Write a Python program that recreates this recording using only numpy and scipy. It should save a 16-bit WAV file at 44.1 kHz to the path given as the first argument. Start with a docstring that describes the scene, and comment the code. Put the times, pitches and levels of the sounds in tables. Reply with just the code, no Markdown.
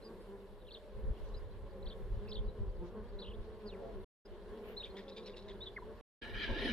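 """Open beehive in a meadow

Many bees beat their wings near 200 Hz (wandering harmonic tones) and single bees swell past.
A tool scrapes along the wooden box at the end: random slips ring resonances, and the wood groans.
Small birds whistle (gliding sines) and chatter (pulses through throat resonances), with yard echoes.
Gusts rumble on the microphone ports; meadow air and rustles are banded noise. Two short silences.
"""
import sys
import numpy as np
from scipy import signal
from scipy.io import wavfile
from scipy.ndimage import uniform_filter1d

SR = 44100
rng = np.random.default_rng(int(sys.argv[2]) if len(sys.argv) > 2 else 0)


def wrap_up_sound(samples):
    """Save the sound to the file named by the first command line argument, as 16-bit audio."""
    columns = np.atleast_2d(samples).T
    # keep every value between -1 and 1, then stretch to whole-number steps
    tamed = np.clip(columns, -1, 1)
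    steps = np.round(tamed * 32767).astype(np.int16)
    wavfile.write(sys.argv[1], SR, steps)


N = 296352

# Stretches of sound between the silences. Each row: start in seconds, end in seconds.
STRETCHES = [(-1.0, 4.045), (4.253, 6.0115), (6.219, 8.0)]
# Breathy throat resonances of the birds. Each row: centre in Hz, width in Hz, gain in dB.
THROAT_MODES = [(1900, 500, -3), (2600, 450, -2), (3600, 600, 1), (4800, 400, -3), (5800, 500, -13)]


def from_db(db):
    """Decibels to gain."""
    return 10 ** (np.asarray(db) / 20)


def rms_one(x):
    """Scale to unit rms."""
    return x / np.sqrt(np.mean(x ** 2) + 1e-20)


def in_time(rows):
    """Columns of a curve table (time in seconds first) at every sample."""
    s, *columns = np.transpose(rows)
    return [np.interp(np.arange(N) / SR, s, column) for column in columns]


def at_hz(points, hz):
    """Read a spectrum table on a log frequency axis."""
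    table_hz, values = np.array(points).T
    return np.interp(np.log(hz), np.log(table_hz), values)


def drift(rate_hz):
    """Slow chance of spread 1: coarse noise through a double one-pole low-pass."""
    r = np.exp(-80 * np.pi * rate_hz / SR)  # one coarse step is 40 samples
    noise = rng.standard_normal(N // 40 + 2002)
    slow = signal.lfilter([1], [1, -2 * r, r * r], noise)[2000:]
    return np.interp(np.arange(N) / 40, np.arange(len(slow)), rms_one(slow))


def resonate(x, modes):
    """Parallel two-pole resonances of alternating sign."""
    out = 0
    for k, (hz, width_hz, db) in enumerate(modes):
        r = np.exp(-np.pi * width_hz / SR)
        b = np.array([1, 0, -1]) * (1 - r * r) / 2
        a = [1, -2 * r * np.cos(2 * np.pi * hz / SR), r * r]
        out = out + (-1) ** k * from_db(db) * signal.lfilter(b, a, x)
    return out


def stereo(mid, side, alike):
    """Two unrelated signals mixed to a left-right likeness."""
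    alike = np.clip(alike, -1, 1)
    return np.sqrt((1 + alike) / 2) * mid + np.sqrt((1 - alike) / 2) * side * [[1], [-1]]


def stroke(turn, first_db, fall_db):
    """One wing cycle: harmonics of random phase; first_db lifts the lowest, fall_db dulls those above 3."""
    # Wing harmonics. Each row: multiple of the beat rate, level in dB before first_db and fall_db.
    lines = [(1, -4.8), (2, 0), (3, -18.5), (4, -21), (5, -16), (6, -28), (7, -25), (8, -32), (9, -34)]
    wave = 0
    for k, db in lines:
        line_db = db + first_db * (k < 1.5) - fall_db * max(k - 3, 0)
        wave = wave + from_db(line_db) * np.sin(2 * np.pi * (round(k) * turn + rng.random()))
    return wave


def bees(wing_hz, spread_share, jitter, first_db, fall_db, swell_db, count):
    """Each bee repeats one stroke at its own wandering rate, swells as it moves and reaches one port first."""
    wander_share, port_lag_s = .03, .00008  # spreads of slow rate drift and of lag between the ports
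    turn = np.linspace(0, 1, 513)
    out = np.zeros((2, N))
    for spread in np.linspace(-1.7, 1.7, count):
        hz = wing_hz * (1 + spread_share * spread + wander_share * drift(2.5) + jitter * drift(40))
        strokes = np.cumsum(hz) / SR
        lag = hz * port_lag_s * rng.normal() / 2
        near = from_db(swell_db * drift(5.0) - 1.5 * spread ** 2)
        phases = [(strokes + lag) % 1, (strokes - lag) % 1]
        out += near * np.interp(phases, turn, stroke(turn, first_db, fall_db))
    return rms_one(out)


def fly_bys(jitter, fall_db):
    """Single bees swell past, each on its own sagging wing tone."""
    # Close passes. Each row: nearest moment in seconds, level in dB, wing rate in Hz,
    # half width in seconds, lift of the lowest harmonic in dB.
    passes = [(.08, -61, 240, .1, -10), (1.03, -55, 256, .1, -10), (1.38, -60, 250, .1, -10),
              (1.8, -54, 268, .1, -10), (1.8, -57, 184, .06, 3), (2.0, -59, 250, .1, -10),
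              (2.4, -59, 268, .1, -10), (2.8, -55, 254, .1, -10), (3.25, -59, 240, .1, -10),
              (3.745, -52, 208, .035, -8), (3.76, -55, 270, .04, -12), (3.83, -48, 272, .035, -14),
              (3.85, -50, 222, .045, -3), (3.885, -53, 335, .04, -8), (3.97, -53, 192, .05, -8),
              (4.6, -57, 236, .09, 5), (4.7, -51, 214, .07, -8), (4.71, -55, 246, .04, -10),
              (5.08, -52, 268, .05, -12), (5.24, -54, 254, .1, -12)]
    sag_share, third_db = .04, -9  # rate sags by this share each way; added third harmonic re the lift
    t, turn, out = np.arange(N) / SR, np.linspace(0, 1, 513), np.zeros(N)
    waver = drift(25)
    for k, (s, db, wing_hz, half_s, first_db) in enumerate(passes):
        away = (t - s) / half_s
        hz = wing_hz * (1 - sag_share * np.tanh(away / 2) + jitter * np.roll(waver, k * SR // 3))
        third = from_db(first_db + third_db) * np.sin(2 * np.pi * (3 * turn + rng.random()))
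        wave = np.interp(np.cumsum(hz) / SR % 1, turn, stroke(turn, first_db, fall_db) + third)
        out += from_db(db) / (1 + away ** 2) * wave
    return out


def colony():
    """Many bees on the comb, faster and duller ones far off in the air, and single passes."""
    # Hum of the comb. Each row: time in seconds, level in dB.
    hum = [(0.0, -57), (.07, -51), (.46, -58), (.8, -59), (1.03, -52), (1.3, -55), (1.58, -58), (1.78, -50),
           (2.12, -56), (2.22, -51), (2.85, -52), (3.1, -53), (3.4, -48), (3.62, -54), (3.83, -49),
           (4.3, -55), (4.72, -50), (4.97, -54), (5.05, -52), (6.0, -52.5), (6.25, -58), (6.72, -57)]
    comb = bees(204, spread_share=.068, jitter=.017, first_db=0, fall_db=0, swell_db=6.5, count=13)
    flying = bees(255, spread_share=.11, jitter=.008, first_db=-15, fall_db=5.0, swell_db=5.0, count=8)
    comb_db, flying_db = in_time(hum)[0], -61
    return from_db(comb_db) * comb + from_db(flying_db) * flying + fly_bys(jitter=.02, fall_db=3.5)


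def rubbed(slips, modes):
    """Slips ring a body twice over; in the first pass each mode swells and fades with the grip."""
    grip_db, grip_hz = 2.0, 14  # the shifting contact favours now one mode, now another
    first = 0
    for k, mode in enumerate(modes):
        first = first + (-1) ** k * from_db(grip_db * drift(grip_hz)) * resonate(slips, [mode])
    return resonate(first, modes)


def groan(jitter, second_db, tremble_db):
    """The wood sticks and slips in a rough gliding tone with a weaker octave."""
    # Low tone. Each row: time in seconds, pitch in Hz, rms level of the fundamental in dB.
    glide = [(6.47, 380, -70), (6.5, 365, -43), (6.53, 370, -56), (6.575, 370, -45), (6.6, 400, -58),
             (6.635, 420, -44), (6.66, 385, -38), (6.682, 320, -41), (6.7, 240, -44), (6.72, 222, -42)]
    hz, db = in_time(glide)
    phase = 2 * np.pi * np.cumsum(hz * (1 + jitter * drift(60))) / SR
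    on = np.arange(N) > glide[0][0] * SR
    gain = on * np.sqrt(2) * from_db(db + tremble_db * drift(40))
    return gain * (np.sin(phase) + from_db(second_db) * np.sin(2 * phase))


def scrape(per_s, size_db):
    """Dense uneven slips of steel on wood ring the tool, its pitch and brightness varying, and the box wall."""
    # Strokes. Each row: time in seconds, tool level in dB, box wall level in dB,
    # brightness as a gain above 2200 Hz, ring pitch as a ratio.
    strokes = [(6.22, -45, -55, .8, .99), (6.33, -51, -55, .6, .99), (6.35, -45, -57, .7, .99),
               (6.44, -39, -52, 1.0, 1.0), (6.47, -43, -56, 1.0, .98), (6.492, -44, -42, 1.0, .97),
               (6.546, -46, -43, 1.0, .96), (6.612, -42, -45, 1.0, 1.02), (6.66, -40, -38.5, 1.1, 1.03),
               (6.72, -41, -50, 1.2, 1.0)]
    # Tool resonances. Each row: centre in Hz before the pitch ratio, width in Hz, gain in dB per pass.
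    tool_modes = [(860, 70, -9), (1180, 350, -10), (1420, 140, -2.5), (1640, 110, 1.5), (1760, 130, 3.5),
                  (1910, 130, 0), (2300, 260, -1), (2620, 200, -3), (2900, 260, -1), (3200, 300, -.8),
                  (3600, 400, -3), (4050, 400, -3.5), (4800, 500, -7.5), (6000, 1800, -17)]
    # Box wall resonances. Each row: centre in Hz, width in Hz, gain in dB per pass.
    wall_modes = [(225, 70, -3), (310, 70, -1), (382, 90, 0), (458, 80, -.5), (520, 80, -3), (700, 70, -6),
                  (865, 60, -6), (1040, 120, -10)]
    tool_db, wall_db, bright, pitch = in_time(strokes)
    slips = (rng.random((2, N)) < per_s / SR) * rng.choice([-1, 1], (2, N))
    slips = slips * from_db(size_db * np.minimum(rng.exponential(1, (2, N)), 4))
    # reading the ring faster or slower bends its pitch
    read = np.cumsum(pitch)
    read = read - read[-1] + N - SR // 10
    rung = np.array([np.interp(read, np.arange(N), x) for x in rubbed(slips, tool_modes)])
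    dull = signal.sosfilt(signal.butter(2, 2200, fs=SR, output="sos"), rung)
    shaded = dull + bright * (rung - dull)
    tool = from_db(tool_db) * stereo(*shaded, .55) / np.std(rung[:, N // 2:])
    wall = from_db(wall_db) * rms_one(stereo(*rubbed(slips, wall_modes), .97))
    on = np.arange(N) > STRETCHES[2][0] * SR - 500
    return (tool + wall) * on + groan(jitter=.03, second_db=-22, tremble_db=2.5)


def whistles(waver, flutter_hz):
    """Each note is a near sine gliding along a parabola through three pitches; rough ones flutter."""
    # Whistled notes. Each row: start in seconds, length in ms, start, middle and end pitch in Hz,
    # level in dB before the lifts below, roughness 0-1.
    notes = [(0.022, 18, 4150, 4100, 4450, -67, .3), (0.04, 48, 4920, 4800, 4650, -62, .2),
             (0.612, 20, 4000, 3750, 3500, -72, .3), (0.646, 16, 3700, 3380, 3050, -73, .3),
             (0.665, 9, 3100, 3500, 4000, -67, .3), (0.671, 33, 3900, 2950, 2500, -65, .5),
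             (0.678, 18, 3800, 4000, 3900, -68, .5), (1.165, 20, 3680, 3000, 2770, -67.5, .3),
             (1.34, 20, 3870, 4050, 4250, -62, .5), (1.364, 24, 4800, 4940, 4850, -67, .3),
             (1.826, 9, 3720, 4000, 4280, -61.2, .3), (2.27, 44, 2650, 2640, 2630, -70, .9),
             (2.283, 9, 3600, 4400, 5150, -63, .3), (2.289, 15, 5150, 5200, 5200, -61, .3),
             (2.478, 32, 3900, 3950, 3900, -67.8, .3), (3.186, 27, 3760, 4130, 4500, -56, .8),
             (3.213, 25, 4400, 3650, 3240, -52.5, .6), (3.228, 24, 3700, 3950, 3450, -59, .8),
             (3.244, 26, 2800, 3000, 3300, -60, .9), (3.262, 20, 3900, 3500, 3100, -63, .9),
             (3.268, 30, 2950, 2950, 3200, -58, .9), (3.331, 28, 3200, 3500, 3400, -69, .9),
             (3.298, 34, 3710, 3010, 2690, -62.0, .8), (3.655, 50, 5000, 4400, 3600, -66, .3),
             (3.672, 44, 5100, 4100, 3150, -58.5, .4), (3.712, 50, 3100, 2500, 1600, -64.5, .5),
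             (4.25, 22, 4950, 5000, 4900, -68, .3), (4.766, 28, 3710, 4170, 4090, -46.3, .3),
             (4.794, 29, 4190, 3750, 4020, -46.4, .3), (4.824, 12, 2600, 2900, 3300, -58, .9),
             (4.832, 22, 3250, 3600, 3600, -47.5, .8), (4.852, 16, 2900, 3200, 3500, -56, .9),
             (4.852, 26, 2000, 2350, 2400, -62, .9), (4.898, 30, 4200, 4180, 4100, -66, .3),
             (4.952, 20, 3100, 3300, 3500, -63, .5), (5.115, 25, 3820, 3930, 4100, -63, .5),
             (5.245, 26, 3700, 4200, 4500, -62, .5), (5.335, 17, 2330, 2820, 1800, -60.7, .3),
             (5.606, 44, 3480, 3800, 4050, -48.2, .3), (5.657, 34, 3650, 3500, 3250, -50.0, .8),
             (5.763, 20, 2140, 2030, 1400, -43.5, .4), (5.783, 12, 1450, 1100, 900, -54, .8),
             (5.82, 18, 880, 1000, 900, -52.0, .3)]
    top_share = .44  # share of the length at which a note's envelope peaks
    bend = np.log(.5) / np.log(top_share)
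    out, shake, tremble = np.zeros(N), drift(250), drift(150)
    flutter = np.sin(2 * np.pi * np.cumsum(flutter_hz * (1 + .25 * drift(60))) / SR)
    for s, ms, start_hz, middle_hz, end_hz, db, rough in notes:
        at, u = round(s * SR), np.linspace(0, 1, round(ms * SR / 1000))
        part = slice(at, at + len(u))
        hz = np.polyval(np.polyfit([0, .5, 1], [start_hz, middle_hz, end_hz], 2), u)
        hz = hz * (1 + waver * rough * (shake[part] + 1.5 * flutter[part]))
        shape = np.sin(np.pi * u ** bend) ** .7
        gain = from_db(db + 3.0 + rough * (2.5 + 4.0 * tremble[part]))
        out[part] += shape * gain * np.sin(2 * np.pi * np.cumsum(hz) / SR)
    return out


def zigzags(waver, tremble_db):
    """One unbroken whistle: a fall to the dip, a rounded hump, a deeper fall and a quick fading warble."""
    # Calls. Each row: dip in seconds, first top in Hz, first fall in ms, warble length in ms, level in dB.
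    calls = [(.716, 4450, 15, 23, -49.5), (1.871, 4500, 16, 22, -50.5), (2.324, 5200, 21, 32, -45.5)]
    dip_hz, hump_hz, low_hz = 3170, 4550, 2780  # hump_hz: top between the dip and the low
    rise_ms, drop_ms = 18.5, 23.5  # up the hump and down again
    warble_per_s, warble_top_hz, warble_fade_db = 100, 3620, -5
    warble_lift_hz = 350  # the warble's low turns climb this far above low_hz
    # pitches near throat_hz come out loudest; losses below and above it
    throat_hz, throat_width_hz, below_db, above_db = 3780, 480, 8, 11
    out, shake, tremble = np.zeros(N), drift(200), drift(150)
    low_ms = rise_ms + drop_ms
    for s, top_hz, fall_ms, warble_ms, db in calls:
        ms = np.arange(-fall_ms, low_ms + warble_ms, 1000 / SR)
        at = round((s - fall_ms / 1000) * SR)
        part = slice(at, at + len(ms))
        down = np.clip(-ms / fall_ms, 0, 1)
        up = np.interp(ms, [0, rise_ms, low_ms], [0, .5, 1])
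        foot = np.where(up < .5, dip_hz, low_hz)
        hz = foot + (top_hz - foot) * np.sin(np.pi / 2 * down) ** 1.4
        hz = hz + (hump_hz - foot) * np.sin(np.pi * up) ** .95
        late = np.clip(ms - low_ms, 0, None)
        lift = warble_lift_hz * np.clip(late * warble_per_s / 1000, 0, 1)
        turns = np.sin(np.pi * warble_per_s * late / 1000) ** 2
        hz = hz + lift + (warble_top_hz - low_hz - lift) * turns
        hz = hz * (1 + waver * shake[part])
        loss_db = np.where(hz > throat_hz, above_db, below_db)
        throat_db = loss_db * (np.exp(-((hz - throat_hz) / throat_width_hz) ** 2) - 1)
        edges = np.clip(np.minimum(ms - ms[0], ms[-1] - ms) / 3.0, 0, 1)
        gain = from_db(db + throat_db + warble_fade_db * late / warble_ms + tremble_db * tremble[part])
        out[part] += edges * gain * np.sin(2 * np.pi * np.cumsum(hz) / SR)
    return out


def chatter(pulse_hz, grain_db, sharp):
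    """Bursts of fast uneven syrinx pulses ring three throat resonances, set per burst, over a little breath."""
    # Harsh bursts. Each row: time in seconds (the burst opens 2 ms earlier), level in dB before a -10.5 dB
    # trim, low and main throat pitch in Hz, low and high resonance in dB re main, length scale in seconds.
    bursts = [(4.848, -47, 2300, 3500, -6, -8, .035), (4.9681, -42, 1900, 3400, -1, -5, .04),
              (5.0818, -45, 2650, 3500, -3, -3, .03), (5.1644, -41, 2500, 3750, -2, -2, .035),
              (5.2614, -41, 2100, 3700, -8, -3, .04), (5.3644, -41, 2700, 3650, -3, -5, .03),
              (5.4814, -46, 1950, 3600, -7, -10, .05)]
    high_hz, width_hz, breath_db = 4800, 420, -8
    swing_share = .05  # throat pitch wander inside a burst
    tail_db, tail_s = -12, .07  # a softer mutter after each burst
    out, t = np.zeros(N), np.arange(round(.15 * SR)) / SR
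    tail = from_db(tail_db) * t / tail_s * np.exp(1 - t / tail_s) * (1 - t / t[-1])
    chop = (.5 + .5 * np.sin(2 * np.pi * np.cumsum(pulse_hz * (1 + .25 * drift(40))) / SR)) ** sharp
    rasp = rng.standard_normal(N) * (.4 + chop) * from_db(grain_db * drift(120))
    for s, db, low_hz, main_hz, low_db, high_db, long_s in bursts:
        at, u = round((s - .002) * SR), t / long_s
        part = rasp[at:at + len(u)]
        rung = from_db(breath_db) * resonate(part, THROAT_MODES)
        for hz, level_db in [(low_hz, low_db), (main_hz, 0), (high_hz, high_db)]:
            mode = [(hz, width_hz, 0)]
            rung = rung + from_db(level_db) * resonate(resonate(part, mode), mode)
        read = np.cumsum(1 + swing_share * drift(30)[:len(u)])
        rung = np.interp(read, np.arange(len(u)), rung)
        shape = 1.5 * u ** .35 * np.exp(-u ** 2 * 2.2) + tail
        out[at:at + len(u)] += from_db(db - 10.5) * rms_one(rung) * shape
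    return out


def tick():
    """A single dry beak click ringing briefly in the throat."""
    at_s, peak_db = 4.9695, -44
    click = np.zeros(N)
    click[round(at_s * SR)] = 1
    rung = resonate(click + 1e-18, THROAT_MODES)
    return from_db(peak_db) * rung / np.abs(rung).max()


def yard(x):
    """Direct sound from the left; sparse bright scatter from leaves and walls dies away, unlike on each side."""
    echo_db, t60_s, low_hz = -18, .17, 2500
    lag_s = .00004  # the right port hears the birds later
    t = np.arange(round(.25 * SR)) / SR
    taps = (rng.random((2, len(t))) < 500 / SR) * rng.standard_normal((2, len(t))) * (t > .004)
    taps = taps * from_db(echo_db - 60 * t / t60_s)
    bright = signal.sosfilt(signal.butter(4, low_hz, "high", fs=SR, output="sos"), x + 1e-18)
    echoes = signal.fftconvolve(bright[None], taps, axes=1)
    return np.array([x, np.roll(x, round(lag_s * SR))]) + echoes[:, :N]


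def far_birds(per_s, level_db):
    """Faint short slides from birds far off, at random moments and pitches, left or right."""
    out = np.zeros((2, N))
    for when, pitch, slide, size, long, pan in rng.random((round(per_s * N / SR), 6)):
        u = np.linspace(0, 1, round((.012 + .03 * long) * SR))
        hz = 2700 + 2200 * pitch + 900 * (slide - .65) * u
        note = from_db(level_db + 9 * size) * np.sin(np.pi * u) * np.sin(2 * np.pi * np.cumsum(hz) / SR)
        # pan by arrival time: left 0-11 samples late, right always 6
        at, lag = int(when * (N - len(u) - 20)), int(12 * pan)
        out[0, at + lag:at + lag + len(u)] += note
        out[1, at + 6:at + 6 + len(u)] += note
    return out


def wind(alike):
    """Lumpy pressure on the ports: a deep rumble and a layer above it; eddies swell and collapse."""
    # Breeze. Each row: time in seconds, rumble level in dB, upper rumble in dB re rumble.
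    breeze = [(0, -62, -4), (.2, -57, -6), (.85, -57, -9), (1.3, -49, -8), (1.6, -53, -5), (2.3, -48, -8),
              (2.9, -52, -6), (3.6, -55, -5), (4.04, -55, -5), (4.3, -58, -11), (5.2, -59, -3),
              (5.6, -58, -4), (6.0, -58, -4), (6.25, -53, -4), (6.72, -47, -6)]
    # Eddies hitting the ports. Each row: peak in seconds, level in dB, upper rumble in dB re rumble.
    buffets = [(.98, -45, -8), (1.05, -37, -16), (1.105, -32, -10), (1.24, -42, -16), (1.36, -40, -25),
               (1.43, -49, -8), (1.64, -48, -10), (1.87, -42, -22), (2.04, -43, -12), (2.13, -37, -14),
               (2.18, -42, -5), (2.4, -34, -18), (2.48, -36, -17), (2.62, -38, -7), (2.69, -42, -14),
               (2.8, -45, -23), (3.15, -46, -20), (3.3, -47, -10), (3.4, -41, -16), (3.98, -52, -11),
               (4.322, -53, -19), (4.52, -54, -13), (4.666, -54, -11), (4.908, -54, -22), (5.834, -55, -9),
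               (6.37, -43, -8), (6.52, -36, -8), (6.62, -45, -8)]
    lumps_db, rise_s, fall_s = 2.0, .028, .02  # breeze unevenness; buffet half widths
    t = np.arange(N) / SR
    breeze_db, upper_db = in_time(breeze)
    low = from_db(breeze_db + lumps_db * drift(6))
    upper = low * from_db(upper_db)
    for s, db, upper_db in buffets:
        swell = from_db(db) * np.exp(-((t - s) / np.where(t < s, rise_s, fall_s)) ** 2)
        low, upper = low + swell, upper + swell * from_db(upper_db)
    out = 0
    for low_hz, high_hz, level in [(25, 48, low), (66, 112, upper)]:
        band = signal.butter(2, [low_hz, high_hz], "band", fs=SR, output="sos")
        mid, side = signal.sosfilt(band, rng.standard_normal((2, N + SR)))[:, SR:]
        pressure = rms_one(stereo(mid, side, alike))
        # even out the noise's own swells so the level curve leads
        local_power = uniform_filter1d(pressure ** 2, size=round(SR / low_hz))
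        even = pressure / (.5 + np.sqrt(local_power + 1e-12))
        out = out + level * rms_one(even)
    return out


def rustles():
    """Short soft swells of grainy band noise."""
    # Soft rushes. Each row: peak in seconds, half width in seconds, low edge in Hz, high edge in Hz, level in dB.
    rushes = [(1.275, .04, 3200, 6600, -77), (2.27, .05, 1800, 3800, -72), (2.87, .03, 3100, 6500, -77),
              (3.44, .05, 2000, 4400, -71), (3.86, .08, 300, 700, -52), (4.69, .055, 1300, 3200, -61),
              (4.7, .05, 11500, 15200, -73), (6.3, .06, 8000, 15000, -82), (6.66, .05, 9300, 11000, -68)]
    t, out = np.arange(N) / SR, 0
    grain = rng.standard_normal((2, N)) * from_db(2.0 * drift(150))
    for s, half_s, low_hz, high_hz, db in rushes:
        band = signal.sosfilt(signal.butter(3, [low_hz, high_hz], "band", fs=SR, output="sos"), grain)
        out = out + from_db(db) * np.exp(-((t - s) / half_s) ** 2) * rms_one(band)
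    return out


def air(patchy_db):
    """Meadow air and wing rustle: flickering third-octave noise bands, each with its left-right likeness."""
    # Spectrum. Each row: frequency in Hz, relative density in dB per Hz.
    spectrum = [(240, -22), (310, -1.5), (500, -2), (750, -9.5), (1040, -7), (1260, -19), (1490, -11.5),
                (2300, -22), (3500, -20), (4600, -26), (5500, -38), (7200, -37.5), (10000, -35.5),
                (12800, -39), (15500, -50)]
    # Level. Each row: time in seconds, level in dB, lift of the hiss in dB.
    levels = [(0, -61, 3), (.8, -62, 3), (1.2, -60, 0), (2, -61, 1), (3, -62, -1), (3.7, -61, -1),
              (4.3, -60, -1), (4.7, -59, 0), (5.2, -59, -1), (5.9, -60, -1), (6.3, -58, 3), (6.7, -58, 4)]
    # Left-right likeness. Each row: frequency in Hz, correlation (1 = same on both sides).
    likeness = [(250, .985), (540, .95), (1130, .85), (2350, .4), (4890, .3), (9000, .6)]
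    hiss_from_hz = 7000
    level_db, hiss_db = in_time(levels)
    out, together = 0, drift(3.0)
    edges_hz = 220 * 2 ** (np.arange(20) / 3)
    white = rng.standard_normal((2, 2, N))
    for k, (low_hz, high_hz) in enumerate(zip(edges_hz, edges_hz[1:])):
        band = signal.butter(2, [low_hz, high_hz], "band", fs=SR, output="sos")
        mid, side = signal.sosfilt(band, white[k % 2])
        hz = np.sqrt(low_hz * high_hz)
        flicker_db = patchy_db * (.6 * together + drift(12))
        gain = from_db(at_hz(spectrum, hz) + hiss_db * (hz > hiss_from_hz) + flicker_db)
        out = out + gain * stereo(mid, side, at_hz(likeness, hz))
    return from_db(level_db) * rms_one(out)


def scene():
    """All sources at the two ports."""
    near = whistles(waver=.036, flutter_hz=280) + zigzags(waver=.016, tremble_db=2.5)
    near = near + chatter(pulse_hz=200, grain_db=2.0, sharp=1.5) + tick()
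    birds = yard(near) + far_birds(per_s=22, level_db=-82)
    around = wind(alike=.2) + rustles() + air(patchy_db=1.5)
    return colony() + scrape(per_s=4000, size_db=2.8) + birds + around


def record(dry):
    """Silences open with a hard cut and end in a quick fade-in; a steep low-pass removes the top."""
    t, in_s, out_s, cutoff_hz = np.arange(N) / SR, .012, .0008, 15300
    on = 0
    for start_s, end_s in STRETCHES:
        on = on + np.clip((t - start_s) / in_s + .5, 0, 1) * np.clip((end_s - t) / out_s, 0, 1)
    on = np.sin(np.pi / 2 * on) ** 2
    top = signal.ellip(10, .5, 70, cutoff_hz, fs=SR, output="sos")
    return signal.sosfilt(top, dry * on)


dry = scene()
out = record(dry)
wrap_up_sound(out)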